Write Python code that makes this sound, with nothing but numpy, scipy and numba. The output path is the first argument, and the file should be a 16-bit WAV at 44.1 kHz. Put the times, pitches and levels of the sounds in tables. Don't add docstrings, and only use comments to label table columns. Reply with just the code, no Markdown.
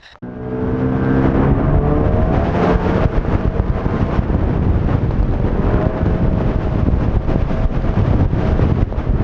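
import sys
import numpy as np
from scipy import signal
from scipy.fft import rfft, irfft, next_fast_len
from scipy.io import wavfile
from scipy.ndimage import map_coordinates
from numba import njit

SR = 44100
rng = np.random.default_rng(int(sys.argv[2]) if len(sys.argv) > 2 else 0)


def generate_wav(sig):
    pcm = np.round(np.clip(np.atleast_2d(sig).T, -1, 1) * 32767).astype(np.int16)
    wavfile.write(sys.argv[1], SR, pcm)


def to_linear_factor(level_db):
    exponent = np.asarray(level_db, float) / 20
    return 10 ** exponent


N = 407043
T = np.arange(N) / SR


def unit(x):
    return x / np.sqrt(np.mean(x ** 2) + 1e-20)


def curves(rows):
    s, *cols = np.transpose(rows)
    return [np.interp(T, s, c) for c in cols]


def wobble(rate):
    knots = rng.standard_normal(int(N * rate / SR) + 4)
    return map_coordinates(knots, [T * rate])


def filtered(x, response):
    m = next_fast_len(N + 8192)
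    return irfft(rfft(x, m) * response(np.fft.rfftfreq(m, 1 / SR)), m)[:N]


def coloured(spectrum):
    f, db = np.transpose(spectrum)
    return unit(filtered(rng.standard_normal(N), lambda hz: to_linear_factor(np.interp(np.log(hz + 1), np.log(f + 1), db))))


def resonances(modes):
    def response(f):
        total = 0
        for k, (centre, width, db) in enumerate(modes):
            damping = 1j * f * width
            total = total + (-1) ** k * to_linear_factor(db) * damping / (centre * centre - f * f + damping)
        return total
    return response


def ticks(rows, t60):
    out, t = np.zeros(N + 1024), np.arange(1024) / SR
    for s, db in rows:
        grit = 1 + .5 * rng.standard_normal(1024)
        out[round(s * SR):][:1024] += to_linear_factor(db - 60 * t / t60) * grit
    return out[:N]


def thumps(rows, lead=0.22):
    out, t = np.zeros(N + 4096), np.arange(-2048, 2048) / SR
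    for s, peak, ms in rows:
        u = t / (ms / 1000)
        spike = (1 + u * u) ** -1.5
        slow_push = lead * np.exp(-((u + 3) / 2.43) ** 2)
        settling = 0.31 * np.exp(-((u - 3.5) / 3.1) ** 2)
        out[round(s * SR):][:len(t)] += peak * (spike - slow_push - settling)
    return out[2048:][:N]


# (t/s, wind level/dB, deep buffet level/dB)
WIND_LEVELS = [(.24, -45, -51), (.65, -26.5, -44), (1.1, -23, -44), (1.3, -20, -24), (1.55, -14.5, -16),
               (2.4, -16.5, -23), (2.6, -24.5, -34.5), (3.0, -20, -20.5), (3.7, -22.5, -22),
               (4.35, -16.5, -25), (5.0, -17, -26), (5.5, -19, -14), (6.3, -17.5, -29), (6.9, -17.5, -20),
               (7.5, -20.5, -16), (8.05, -14, -19), (8.5, -15, -17), (8.8, -15.5, -19),
               (8.87, -19.5, -26.5), (9.2, -17.5, -19.5)]
# (f/Hz, relative level/dB)
RUMBLE_SPECTRUM = [(20, -22.5), (45, -9), (90, 0.5), (180, -8), (350, -14), (640, -27), (1000, -29.5),
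                   (2000, -100)]
# (f/Hz, relative level/dB)
BUFFET_SPECTRUM = [(8, -36.5), (18, -0.5), (40, -1.5), (70, -22.5), (200, -100)]
# (t/s, signed spike size, spike width scale/ms)
STRONG_THUMPS = [(.737, 0.5, 1.1), (1.2842, 1, 2.4), (1.3008, 1, 0.99), (1.4333, -0.5, 0.4),
                 (1.5739, -0.3, 1.8), (1.7667, 0.2, 1.3), (1.7913, 0.5, 1.3), (2.0049, 0.8, 2),
                 (2.0325, 0.5, 2.6), (2.127, -0.5, 1.4), (2.2364, 0.6, 2.5), (2.2777, 0.5, 2.6),
                 (2.3083, 0.3, 0.69), (2.7592, -2, 2.45), (2.9578, -0.6, 1.3), (3.0585, -2.5, 1.8),
                 (3.1851, -2, 2.8), (3.2828, 1.14, 1.2), (3.3548, 1.5, 1.8), (3.4544, 1.2, 0.81),
                 (3.4804, -1.7, 2.2), (3.5491, 0.35, 1.8), (3.6011, -1.8, 1.9), (3.7036, 1.5, 2.4),
                 (3.8647, -1.5, 1.25), (4.0295, 1.2, 1.9), (4.1936, -2, 1.85), (4.3017, 0.8, .9),
                 (4.351, 0.9, 1.4), (4.425, 0, 1.7), (4.5344, -0.7, 1.05), (4.6297, 0.5, 1.1),
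                 (4.7052, -1.3, 2), (4.7824, 0.1, 1.9), (4.952, -1.6, 1.5), (5.1107, 0.3, 0.86),
                 (5.2318, 0.3, 0.88), (5.4533, -0.5, 1.3), (5.5954, -0.9, 1.5), (5.7195, 0, 1.3),
                 (5.7445, 1.4, 1.1), (5.8688, -2, 1.3), (6.033, -0.5, 1.5), (6.0642, -1, 0.83),
                 (6.1582, 0.7, 1.1), (6.2866, 1.1, 4.1), (6.561, -1.3, 1.3), (6.758, -1, 1.15),
                 (6.8864, -2, 0.68), (6.9409, -1.5, 1.6), (7.0499, 0.5, .8), (7.1726, 1.84, 2.2),
                 (7.3592, -1.5, 0.61), (7.4275, 1.8, 2.45), (7.6575, -2, 3.04), (7.8949, -0.8, 1.9),
                 (8.0242, 1, 2.2), (8.0505, 0.3, 1.3), (8.1119, -1.5, 1.5), (8.259, -1.7, 2.3),
                 (8.3341, -1.8, 1.2), (8.5319, -1, 3.3), (8.5957, 1.2, 0.56), (8.6367, 0.7, 0.78),
                 (8.724, -1.7, 1.2), (8.8306, -2.5, 2.4), (9.1376, -0.6, 1.1)]


def wind(gust, count=1300):
    level_db, deep_db = curves(WIND_LEVELS)
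    when, side, chance, spread = rng.random((count, 4)).T
    size = np.where(side < .62, -1, 1) * np.minimum(-np.log(chance), 1.8)
    width_ms = 0.63 * np.exp(1.59 * spread)
    eddies = unit(thumps(np.transpose([when * (N - 1) / SR, size, width_ms])))
    lumps = to_linear_factor(1.4 * wobble(13) + 2.4 * gust + 2.6 * wobble(40))
    rumble = unit(lumps * coloured(RUMBLE_SPECTRUM))
    buffet = unit(to_linear_factor(1.9 * wobble(16)) * coloured(BUFFET_SPECTRUM))
    steady = to_linear_factor(level_db) * (to_linear_factor(-0.63) * rumble + to_linear_factor(1.5) * eddies)
    return steady + to_linear_factor(deep_db) * buffet + thumps(STRONG_THUMPS)


# (t/s, relative roar level/dB, spray gain on the top of the roar/dB)
RIDE_LEVELS = [(.24, -46, 2.5), (.55, -37, 3), (.85, -33.5, 2.5), (1.26, -24.5, 2), (1.45, -23.5, -4),
               (1.62, -27.5, -3), (2.0, -28, 1.5), (2.28, -29.5, 4.5), (2.36, -26.5, 4), (2.5, -29, 8),
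               (2.7, -22, 7.5), (3.05, -27.5, 5.5), (3.3, -26.5, 5.5), (3.65, -31.5, 3.5),
               (3.95, -30.5, 5.5), (4.18, -26.5, 8), (4.3, -31, 2.5), (4.78, -34, 4.5), (4.93, -27, 3.5),
               (5.02, -34, 7), (5.4, -34.5, 5.5), (5.85, -25.5, -2), (6.05, -32, 6), (6.25, -34, 6),
               (6.42, -31, 6), (6.55, -29.5, 5.5), (6.7, -34.5, 10), (7.0, -33.5, 7.5), (7.3, -33.5, 9.5),
               (7.63, -32, 10.5), (7.95, -29.5, 7.5), (8.3, -29, 9), (8.55, -29, 9), (8.82, -30.5, 8),
               (8.85, -33.5, 8), (9.0, -37, 8.5), (9.2, -31, 3.5)]
# (f/Hz, relative level/dB)
ROAR_SPECTRUM = [(100, -9.5), (200, -5.5), (400, -5.5), (800, -13), (1200, -17), (1800, -24), (3000, -36),
                 (4200, -47), (5500, -51), (7000, -57), (10000, -56.5), (12500, -59.5), (15000, -85),
                 (20000, -120)]


def roar(turns, gust, gate=0.17, split_hz=3000):
    level_db, spray_db = curves(RIDE_LEVELS)
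    puff = 1 + gate * np.cos(4 * np.pi * turns)
    noise = coloured(ROAR_SPECTRUM)
    top = filtered(noise, lambda f: 1 / (1 + (split_hz / (f + 1)) ** 4))
    noise = noise + (to_linear_factor(spray_db) - 1) * top
    return to_linear_factor(level_db + 7.5 + 1.5 * gust + 1.0 * wobble(45)) * puff * noise


# (f/Hz, width/Hz)
CRUSTS = [(1300, 1100), (2400, 1700), (4200, 3000)]


def crackle():
    rate_per_s, spread_db = 130, 4
    roar_db, _ = curves(RIDE_LEVELS)
    out = 0
    for hz, width_hz in CRUSTS:
        when, size = rng.random(N), rng.exponential(size=N)
        snaps = (when < rate_per_s / SR) * to_linear_factor(spread_db * np.minimum(size, 3))
        body = resonances([(hz, width_hz, 0)])
        out = out + (1000 / hz) ** 2.03 * unit(filtered(snaps, lambda f: body(f) ** 2))
    fade_in = np.clip(T - 2, 0, 1)
    return to_linear_factor(roar_db - 8.5) * fade_in * out


# (t/s, blow level before the body rings/dB)
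KNOCKS = [(.437, -41), (3.249, -12), (3.597, -11.5), (4.345, -14), (5.057, -30), (5.108, -13.5),
          (5.228, -19), (5.338, -14.5), (5.56, -15), (6.407, -13), (7.748, -20), (7.94, -16), (8.049, -19),
          (8.132, -12.5), (8.164, -19), (8.593, -13), (8.925, -13.5), (8.946, -20)]
# (t/s, blow level before the part rings/dB)
METAL_TICKS = [(1.038, -37), (1.048, -30), (1.344, -33), (3.598, -35), (3.70, -34.5), (4.348, -32),
               (5.11, -33), (5.23, -29), (5.311, -36), (5.339, -32), (6.062, -32), (6.409, -35),
               (7.822, -33), (7.941, -33), (8.165, -32), (8.208, -38), (8.45, -35), (8.925, -32)]


def rattles(count=30):
    t60_s, small_db, padding_hz = .006, -26.5, 1500
    chance, strength = rng.random((count, 2)).T
    small_s = 1 + chance * (N / SR - 1.1)
    small = list(zip(small_s, small_db + 6 * (strength - .5)))
    cowling, metal = resonances([(650, 1000, 0)]), resonances([(3900, 3000, 0)])
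    blows = ticks(KNOCKS + small, t60_s)
    knock = filtered(blows, lambda f: cowling(f) ** 2 / (1 + 1j * f / padding_hz) ** 2)
    tick = filtered(ticks(METAL_TICKS, t60_s), lambda f: metal(f) ** 2)
    return to_linear_factor(15.5) * knock + to_linear_factor(10) * tick


# (t/s, f/Hz, relative level/dB)
LUGS = [(1.4, 72, -56), (1.8, 84, -31.5), (2.3, 100, -32.5), (2.6, 112, -35), (3.05, 131, -20),
        (3.4, 135, -30), (5.3, 146, -31.5), (5.7, 158, -19), (6.1, 170, -23.5), (6.5, 175, -35),
        (9.23, 172, -40.5)]


def track():
    hz, db = curves(LUGS)
    phase = 2 * np.pi * np.cumsum(hz) / SR + 1.2 * wobble(10)
    hum = np.sin(phase) + to_linear_factor(-12.5) * np.sin(2 * phase)
    return to_linear_factor(db + 2.5 + 4.9 * wobble(3.7)) * hum


# (f/Hz, width/Hz, relative level/dB)
HOUSING_MODES = [(770, 520, -3.5), (1820, 290, 2), (2750, 460, -3), (3870, 340, 1.5), (5450, 580, -4.5),
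                 (6460, 1400, -9), (9000, 4500, -10)]
# (t/s, rub level/dB, low sway level/dB)
RUB_LEVELS = [(0, -60, -41.5), (.022, -51, -56), (.03, -39.5, -44), (.07, -37, -53), (.1, -42, -58),
              (.105, -37, -56), (.11, -42, -49), (.116, -39, -51), (.135, -41, -40), (.142, -75, -45),
              (.186, -77, -47)]
# (t/s, blow level before the housing rings/dB)
BUTTON_CLICKS = [(.145, -31), (.1555, -18), (.1578, -32)]


def handling():
    rub_db, sway_db = curves(RUB_LEVELS)
    housing = resonances(HOUSING_MODES)
    grain = to_linear_factor(2.5 * wobble(130)) * rng.standard_normal(N)
    rub = to_linear_factor(rub_db) * unit(filtered(grain, lambda f: housing(f) ** 2))
    button = resonances([(596, 4.5, 7.0), (760, 8, -1.0), (1210, 470, 0.0), (3700, 700, -23.0)])
    click = to_linear_factor(10.5) * filtered(ticks(BUTTON_CLICKS, .0022), button)
    hiss = to_linear_factor(-56.0) * coloured([(100, 2), (800, 16.0), (3000, -22), (8000, -27), (20000, -71)])
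    sway = to_linear_factor(sway_db) * coloured([(15, -0.5), (60, -6.0), (300, -20.5), (1000, -23), (20000, -58.5)])
    return rub + click + hiss + sway


# (t/s, f/Hz in turns a second)
CRANK_SPEED = [(.2, 61.1), (.6, 62.73), (.88, 64.88), (1.1, 65.7), (1.35, 66.6), (1.6, 69.78),
               (2.08, 75.76), (2.5, 86), (2.93, 91.17), (3.4, 90.7), (4.13, 96.44), (4.6, 97),
               (5.45, 96.53), (5.92, 106.4), (6.23, 106.6), (6.85, 104.2), (7.35, 107.4), (8, 107.6),
               (9.23, 103.1)]


def crankshaft():
    hz, = curves(CRANK_SPEED)
    return hz, np.cumsum(hz) / SR


# (t/s, firing, bark, whine, buzz relative level/dB, odd tilt of the whine/dB, odd tilt of the upper parts/dB)
NOTE_LEVELS = [(.22, -28, -38, -48, -53, -5, 3), (.6, -22.5, -20.5, -31, -43, 3, 1.5),
               (1.1, -18, -18, -39, -38.5, 4, 2.5), (1.5, -14.5, -15, -30, -32, 6, 6.5),
               (1.9, -20, -23, -17.5, -36.5, -2, 6), (2.3, -25, -16.5, -21, -34.5, 7, 5),
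               (2.7, -17, -18.5, -23.5, -23.5, 7, 6), (2.85, -17, -19.5, -24.5, -20.5, 3, 6),
               (3.1, -30, -22.5, -29, -38, 8, 6), (3.6, -24, -26.5, -30.5, -49, 3, 11.5),
               (4.1, -24, -14, -29, -33.5, 7.5, 7.5), (4.5, -30.5, -34.5, -40, -46.5, 4, 3.5),
               (5.3, -37.5, -20, -35, -55, -4.5, 9), (5.8, -22, -14, -18.5, -36.5, 2, 2),
               (6.2, -35, -23, -28, -41.5, 1.5, 2), (7.5, -33.5, -36, -27, -46.5, 4.5, 9.5),
               (8.2, -25.5, -44, -30.5, -40, 2, 12.5), (9.23, -34.5, -33.5, -37, -50.5, 2.5, 6)]
# (t/s, rasp level/dB, edge level/dB)
UPPER_LEVELS = [(.22, -51, -51.5), (.6, -43.5, -40.5), (.9, -41.5, -37.5), (1.25, -40.5, -31.5),
                (1.5, -31.5, -35.5), (1.75, -29.5, -40.5), (2.1, -30, -46), (2.4, -34, -36.5),
                (2.7, -27.5, -29.5), (3.1, -38, -34), (3.6, -42.5, -47), (3.9, -32, -39), (4.2, -32, -37),
                (4.5, -51, -51), (5.4, -49.5, -50), (5.75, -32, -42), (6.05, -42, -35.5), (6.4, -42, -53),
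                (7.5, -39.5, -41.5), (9.23, -51.5, -50)]
# (t/s, level/dB)
PULL_LEVELS = [(1.85, -61), (2.05, -25), (2.4, -24), (2.72, -22.5), (2.8, -62)]
# (f/Hz, width/Hz, relative level/dB)
PIPE_MODES = [
    [(195, 44, -1.5), (260, 60, 1), (335, 50, -7)],
    [(448, 38, 0)],
    [(535, 30, -5), (635, 60, -1), (700, 60, -6)],
    [(745, 50, 4), (880, 90, 1)],
    [(1040, 70, 2), (1170, 80, 2)],
    [(1320, 60, -1), (1450, 70, 0), (1585, 90, 1), (1720, 60, -6)],
]
ODD_OFFSETS = [-3.5, 0, -6.5, -11.5, -12, -13]


def exhaust(turns, hz, waver_db=2.5, drift=0.06, scatter_db=1.5):
    firing_db, *middle_db, whine_tilt_db, buzz_tilt_db = curves(NOTE_LEVELS)
    tilts_db = [0, 0, whine_tilt_db[::64]] + 3 * [buzz_tilt_db[::64]]
    boom_db = firing_db + np.interp(T, (2, 2.2), [0, -19])
    firing, *parts = to_linear_factor([firing_db, boom_db, *middle_db, *curves(UPPER_LEVELS)])

    pull = to_linear_factor(curves(PULL_LEVELS)[0] + waver_db * wobble(25))
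    out = pull * np.sin(16 * np.pi * turns + 0.71 * wobble(16))
    strokes = np.sin(4 * np.pi * turns + 0.21 * wobble(6.8)) + to_linear_factor(-16.5) * np.sin(2 * np.pi * turns)
    out = out + firing * to_linear_factor(-0.5 + waver_db * wobble(11)) * strokes

    for k in range(3, 27):
        f = k * hz[::64]
        pipe = 0
        for part, odd_db, tilt_db, modes in zip(parts, ODD_OFFSETS, tilts_db, PIPE_MODES):
            balance_db = odd_db * (k % 2) - tilt_db * (-1) ** k
            for centre, width, db in modes:
                pipe = pipe + part[::64] * to_linear_factor(db + balance_db) / (1 + (2 * (f - centre) / width) ** 2)
        gain = np.repeat(pipe, 64)[:N] * to_linear_factor(waver_db * wobble(9.5))
        out += gain * np.sin(2 * np.pi * k * turns + k * k + drift * k * wobble(9))
    return out * to_linear_factor(scatter_db * wobble(70))


# (start t/s, end t/s)
SILENT_GAP = (.187, 0.221)


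def scene():
    hz, turns = crankshaft()
    gust = wobble(30)
    ride = wind(gust) + roar(turns, gust) + crackle() + rattles() + track() + exhaust(turns, hz)
    gap_start, gap_end = SILENT_GAP
    fade_in = np.clip((T - gap_end) / 0.0081, 0, 1)
    return (handling() * (T < gap_start) + ride * fade_in)[None]


@njit
def follow(x, ceiling, attack, release):
    gain, g = np.empty_like(x), 1.0
    for i in range(len(x)):
        need = ceiling / (abs(x[i]) + 1e-9)
        if need < g:
            g = g + attack * (need - g)
        else:
            g = min(1.0, g * release)
        gain[i] = g
    return gain


def microphone(f):
    deep_bass = 1j * f / (16 + 1j * f)
    top = to_linear_factor(-24.0) + (1 - to_linear_factor(-12.5)) / (1 + (f / 7000) ** 14)
    return deep_bass * top


def roll_off(x):
    return signal.sosfilt(signal.butter(12, 15000, fs=SR, output="sos"), x)


def record(dry):
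    attack_s, release_db_per_s = 0.00089, 70
    x = dry[0] * follow(dry[0], 0.55, 1 / (attack_s * SR), to_linear_factor(release_db_per_s / SR))
    x = x / (1 + np.abs(x / 1.25) ** 8) ** (1 / 8)
    x = filtered(x, microphone)
    return roll_off(x[None])


dry = scene()
out = record(dry)
generate_wav(out)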